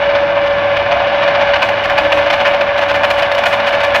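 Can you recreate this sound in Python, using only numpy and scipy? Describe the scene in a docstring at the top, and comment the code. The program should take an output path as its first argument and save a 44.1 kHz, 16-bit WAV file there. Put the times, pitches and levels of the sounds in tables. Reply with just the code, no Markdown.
"""The gears of an electric noodle machine whine and grind close by in a small, hard room.
A 23-tooth pinion (the small gear) drives a 40-tooth wheel, throbbing at a tight spot once per wheel turn.
Worn teeth scrape and ring the steel housing, and loose metal parts rattle in short bursts.
Behind them the motor hums and shakes the table, hands shift the tray twice, and faint groans come and go."""
import sys
import numpy as np
from scipy import signal
from scipy.fft import rfft, irfft
from scipy.io import wavfile
from scipy.ndimage import uniform_filter1d, minimum_filter1d

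SR = 44100
rng = np.random.default_rng(int(sys.argv[2]) if len(sys.argv) > 2 else 0)


def int16_out(signal):
    """Quantize to a 16-bit WAV file."""
    q = np.round(np.clip(np.atleast_2d(signal).T, -1, 1) * 32767)
    wavfile.write(sys.argv[1], SR, q.astype(np.int16))


N = 176400
TIME = np.arange(N) / SR


def undb(db):
    """Turn decibels into a number to multiply by."""
    return 10 ** (np.asarray(db) / 20)


def unit(x):
    """Scale a signal to an average power of 1."""
    return x / np.sqrt(np.mean(x ** 2))


def curve(rows):
    """A volume that glides between (time [s], level [dB]) points."""
    return undb(np.interp(TIME, *np.array(rows).T))


def swell(start, length):
    """A rounded rise and fall."""
    return np.sin(np.pi * np.clip((TIME - start) / length, 0, 1))


def wander(per_s):
    """A smooth random drift, roughly 1 up or down."""
    hold = int(SR / per_s)
    steps = np.repeat(rng.standard_normal(N // hold + 1), hold)
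    return 1.3 * uniform_filter1d(uniform_filter1d(steps, hold), hold)[:N]


def response(rows, peaks=()):
    """A tone colour in dB: a line through the rows, plus peaks where something rings."""
    freqs = np.arange(N + 1) * SR / (2 * N) + 1e-9
    hz, db = np.array(rows).T
    lifts = sum(lift / (1 + (2 * (freqs - centre) / width) ** 2) for centre, width, lift in peaks)
    return np.interp(np.log(freqs), np.log(hz), db) + lifts


def colour(x, db):
    """Give a sound a tone colour; white noise keeps its power."""
    cepstrum = irfft(np.log(unit(undb(db))))
    cepstrum[1:N] *= 2  # folded so that ringing follows a hit and never comes before it
    cepstrum[N + 1:] = 0
    return irfft(rfft(x, 2 * N) * np.exp(rfft(cepstrum)))[:N]


def ring(x, t60, wet_db):
    """Add a tail of echoes that fades at 60 dB per t60 seconds, keeping the power."""
    t = np.arange(SR // 2) / SR
    tail = rng.standard_normal(len(t)) * np.exp(-np.log(1000) * t / t60)
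    echoes = signal.fftconvolve(x, tail / np.linalg.norm(tail))[:N]
    wet = undb(wet_db)
    return (x + wet * echoes) / np.hypot(1, wet)


# Tone colour of the shaking table (frequency [Hz], relative level [dB])
RUMBLE_COLOUR = [(20, -22.5), (45, -5), (55, -9.5), (65, 8), (78, -4.5), (110, -2.5), (190, -2), (270, -9),
                 (310, 2), (390, -9), (700, -23.5), (2000, -65)]
# How loud the table rumbles (time [s], level [dB])
RUMBLE_LOUDNESS = [(0, -33), (.7, -32), (1.6, -32.5), (2.5, -32.5), (2.9, -35.5), (4, -36)]
def motor(hum_hz=100, hum_db=-38.5):
    """The motor hums with the mains power and shakes the table into a rumble."""
    hum = np.sqrt(2) * np.sin(2 * np.pi * hum_hz * TIME) * undb(hum_db + 1.9 * wander(7.3))
    rumble = colour(rng.standard_normal(N), response(RUMBLE_COLOUR))
    return hum + curve(RUMBLE_LOUDNESS) * rumble


# Faint low groans (start [s], length [s], starting pitch [Hz], level [dB])
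GROAN_EVENTS = [(1.931, 0.46, 316, -33), (2.66, 0.42, 304, -39.5), (3.7, 0.47, 312, -40.5)]
def groans(sag_hz_per_s=41):
    """A faint low tone comes and goes, sagging in pitch."""
    out = np.zeros(N)
    for start, length, hz, db in GROAN_EVENTS:
        pitch = hz - sag_hz_per_s * (TIME - start) + 3 * wander(25)
        tone = np.sqrt(2) * np.sin(2 * np.pi * np.cumsum(pitch) / SR)
        out += undb(db + 2 * wander(20)) * swell(start, length) * tone
    return out


# Hollow tone colour of the tray (frequency [Hz], relative level [dB])
TRAY_COLOUR = [(300, -39), (580, -25.5), (670, 1.5), (800, -6), (900, -16), (2000, -35), (8000, -70)]
# Shifts of the tray (start [s], length [s], level [dB])
TRAY_SHIFTS = [(0.832, .24, -18.5), (1.342, .08, -18)]
def tray_scrapes():
    """Hands shift the tray, and the uneven rubbing rings its low note."""
    rubbing = rng.standard_normal(N) * undb(1.8 * wander(60))
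    hollow = unit(colour(rubbing, response(TRAY_COLOUR)))
    return hollow * sum(undb(db) * swell(start, length) for start, length, db in TRAY_SHIFTS)


# Tone colour of the steel housing (frequency [Hz], relative level [dB])
HOUSING_COLOUR = [(150, -23), (420, -20), (510, -6.5), (590, -2), (740, 0), (950, -4.5), (1300, -8),
                  (2000, -8), (2700, -11.5), (3200, -13.5), (3900, -21.5), (5000, -29.5), (6300, -39),
                  (7600, -61.5), (15000, -64)]
# Notes at which its panels ring (frequency [Hz], width [Hz], boost [dB])
PANEL_NOTES = [(672, 39, 4), (731, 32, 4), (853, 29, 4), (940, 28, 4.5), (1054, 36, 3), (1425, 45, 4),
               (1498, 20, 3.5), (1550, 36, 6.5), (1677, 36, 5.5), (1744, 96, 5), (2219, 42, 4),
               (2304, 38, 4.5), (2405, 63, 7), (2520, 34, 6.5), (2890, 200, 4.5), (3500, 110, 2),
               (4320, 130, 3.5)]
def housing(push, ring_db, tilt_db=0):
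    """The steel housing rings briefly with every push and colours its sound."""
    ringing = ring(push, t60=0.065, wet_db=ring_db)
    return colour(ringing, response(HOUSING_COLOUR, PANEL_NOTES) + tilt_db)


# Bursts of rattling (start [s], length [s], body level before boost [dB], tick level before boost [dB])
RATTLE_BURSTS = [(0.149, 0.017, -17, -70.5), (0.459, 0.025, -22.5, -63), (0.765, 0.011, -17, -54.5),
                 (0.91, 0.018, -16.5, -60.5), (1.056, 0.04, -28, -73), (1.22, 0.024, -19, -62),
                 (1.275, 0.015, -17, -58), (1.348, 0.012, -17, -64), (1.407, 0.021, -16.5, -60),
                 (1.495, 0.0065, -30, -68), (1.534, 0.011, -8, -61), (1.553, 0.0192, -18, -55),
                 (1.618, 0.014, -7, -41.5), (1.685, 0.0094, -14.5, -51), (1.837, 0.022, -18.5, -53),
                 (1.895, 0.012, -17.5, -49), (1.977, 0.012, -7.5, -43.5), (2.039, 0.021, -24, -60),
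                 (2.119, 0.013, -7.5, -42), (2.17, 0.023, -19.5, -53), (2.26, 0.016, -21, -59),
                 (2.299, 0.014, -12.5, -48), (2.325, 0.02, -15, -50), (2.4, 0.019, -18, -55),
                 (2.451, 0.015, -10.5, -49), (2.47, 0.011, -14, -46), (2.535, 0.014, -18, -58),
                 (2.607, 0.012, -15, -52), (2.774, 0.02, -18, -53), (2.811, 0.028, -19.5, -55),
                 (2.883, 0.034, -18.5, -53), (2.939, 0.026, -19, -52), (3.032, 0.021, -14, -47),
                 (3.099, 0.016, -13.5, -42.5), (3.174, 0.0091, -25, -53), (3.184, 0.015, -19, -48),
                 (3.219, 0.016, -16.5, -49.5), (3.313, 0.011, -14.5, -48), (3.346, 0.0097, -18, -48),
                 (3.379, 0.014, -16, -47), (3.435, 0.0062, -14, -47), (3.455, 0.015, -10, -36),
                 (3.525, 0.019, -16, -47.5), (3.598, 0.0079, -20, -58), (3.664, 0.033, -18.5, -50.5),
                 (3.723, 0.034, -20.5, -55), (3.8, 0.017, -19.5, -53), (3.832, 0.019, -16.5, -46.5),
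                 (3.945, 0.02, -11, -40)]
# How a rattle's colour differs from the housing's (frequency [Hz], change [dB])
RATTLE_COLOUR = [(300, -6), (700, -2), (1500, -1), (3000, 1.5), (6000, 4), (15000, -2)]
# Bright tick of metal on metal (frequency [Hz], relative level [dB])
TICK_COLOUR = [(2000, -10), (4400, 5.5), (6000, 10), (8000, 3), (11000, -2.5), (13500, -2.5), (15500, -5)]
# Notes at which the loose parts ring (frequency [Hz], width [Hz], boost [dB])
PART_NOTES = [(2450, 140, 8), (4560, 230, 7.5), (5400, 180, 2.5), (9500, 670, 1.5), (13300, 900, 3)]
def rattles(hits_per_s=1800, rise_s=0.0029, fall_s=0.0018, body_boost_db=3.5, tick_boost_db=9):
    """Loose steel parts chatter in bursts of tiny hits that ring the housing and tick brightly."""
    hits = (rng.random(N) < hits_per_s / SR) * rng.choice([-1, 1], N)
    strength = undb(2.5 * rng.standard_normal(N))
    chatter = unit(hits * strength) + 0.67 * rng.standard_normal(N)
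    body, ticks = np.zeros(N), np.zeros(N)
    for start, length, body_db, tick_db in RATTLE_BURSTS:
        rise = np.clip((TIME - start) / rise_s, 0, 1)
        shape = rise * np.exp(-np.clip((TIME - start - length) / fall_s, 0, 20))
        burst = shape * chatter
        burst *= np.linalg.norm(shape) / (np.linalg.norm(burst) + 1e-9)  # as strong with few hits as many
        body += undb(body_db + body_boost_db) * burst
        ticks += undb(tick_db + tick_boost_db) * burst
    steel = housing(body, ring_db=-10.5, tilt_db=response(RATTLE_COLOUR))
    ringing_ticks = ring(ticks, t60=0.33, wet_db=-5.5)
    return steel + colour(ringing_ticks, response(TICK_COLOUR, PART_NOTES))


MESH_HZ, PINION_TEETH, WHEEL_TEETH = 569.4, 23, 40  # teeth meeting per second; teeth on each gear
def tight_spot(teeth, first_s=0.023, half_width_s=0.009):
    """A bump from 0 to 1 and back as the gears press harder once per wheel turn."""
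    turns = (teeth - first_s * MESH_HZ) / WHEEL_TEETH
    away_s = (turns - np.round(turns)) * WHEEL_TEETH / MESH_HZ
    return np.exp(-(away_s / half_width_s) ** 2)


# How loud the teeth grind (time [s], level [dB])
GRIND_LOUDNESS = [(0, -16), (.35, -19), (.7, -18), (.92, -17), (1.15, -16), (1.45, -15.5), (1.78, -17.5),
                  (2.3, -16), (2.7, -18.5), (3.4, -17.5), (4, -15.5)]
def grinding(teeth, scatter_db=1.5, fade_teeth=0.51, wear_db=-16, throb=0.25):
    """Each tooth scrapes with its own force; the pinion's wear marks come back every turn."""
    strength = undb(scatter_db * rng.standard_normal(N))[teeth.astype(int)]
    scrape = rng.standard_normal(N) * strength * np.exp(-(teeth % 1) / fade_teeth)
    turn_samples = int(SR * PINION_TEETH / MESH_HZ)
    place_in_turn = (teeth / PINION_TEETH % 1 * turn_samples).astype(int)
    wear = rng.standard_normal(turn_samples)[place_in_turn] * strength
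    force = (1 + throb * tight_spot(teeth)) * undb(0.79 * wander(45))
    push = unit((unit(scrape) + undb(wear_db) * unit(wear)) * force)
    return curve(GRIND_LOUDNESS) * unit(housing(push, ring_db=-7.5))


# Side tones of the pinion (pitch [cycles per turn])
PINION_TONES = [22, 24, 26, 30, 45, 46, 48, 57, 68, 70, 71, 93, 94]
# How loud each one is (level [dB])
PINION_LEVELS = [-36.5, -31, -41.5, -34, -37, -36, -42.5, -37, -37, -36.5, -37.5, -40.5, -40.5]
# Side tones of the wheel (pitch [cycles per turn])
WHEEL_TONES = [16, 32, 47, 48]
# How loud each one is (level [dB])
WHEEL_LEVELS = [-43.5, -43.5, -40, -31]
# How loud the main gear tone is (time [s], level [dB])
WHINE_LOUDNESS = [(0, -13), (.6, -14.5), (.85, -16.5), (1.45, -14), (1.75, -18.5), (2.05, -15.5),
                  (2.55, -15), (3.2, -17.5), (3.5, -17.5), (4, -15)]
def whine(teeth, throb=0.71, flutter_db=1.53):
    """Meeting teeth make a tone that throbs at the tight spot; both uneven gears add side tones."""
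    force = unit((1 + throb * tight_spot(teeth)) * undb(flutter_db * wander(34.84)))
    out = curve(WHINE_LOUDNESS) * force * np.sin(2 * np.pi * teeth)  # one cycle per tooth
    gears = (PINION_TEETH, PINION_TONES, PINION_LEVELS), (WHEEL_TEETH, WHEEL_TONES, WHEEL_LEVELS)
    for tooth_count, tones, levels in gears:
        for per_turn, db in zip(tones, levels):
            cycles = per_turn * teeth / tooth_count + rng.random() + 0.077 * wander(12)
            out += undb(db + 2.6 * wander(14)) * np.sin(2 * np.pi * cycles)
    return np.sqrt(2) * out


def scene(speed_drift=0.0005, hiss_db=-71.5):
    """Mix the machine with a faint hiss; the grinding, rattles and scrapes echo in the room."""
    teeth = np.cumsum(MESH_HZ * (1 + speed_drift * wander(2))) / SR  # teeth that have met so far
    clatter = ring(grinding(teeth) + rattles() + tray_scrapes(), t60=0.7, wet_db=-13.5)
    mix = whine(teeth) + clatter + motor() + groans()
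    return (mix + undb(hiss_db) * rng.standard_normal(N))[None]


def record(dry, threshold_db=-6.5, ratio=1.6, memory_s=0.036, ceiling=1.0, top_hz=15200):
    """A gentle compressor turns loud bursts down, a fast limiter holds peaks, and the top treble is cut."""
    memory = np.exp(-1 / (memory_s * SR))
    loudness = np.sqrt(signal.lfilter([1 - memory], [1, -memory], dry[0] ** 2))
    squeezed = dry[0] * np.maximum(loudness / undb(threshold_db), 1) ** (1 / ratio - 1)
    limiter = np.minimum(1, ceiling / (np.abs(squeezed) + 1e-9))
    limiter = uniform_filter1d(minimum_filter1d(limiter, size=221), size=221)  # smoothed over 5 ms
    treble_cut = signal.ellip(8, .2, 70, top_hz, fs=SR, output="sos")
    return signal.sosfilt(treble_cut, squeezed * limiter)[None]


dry = scene()
out = record(dry)
int16_out(out)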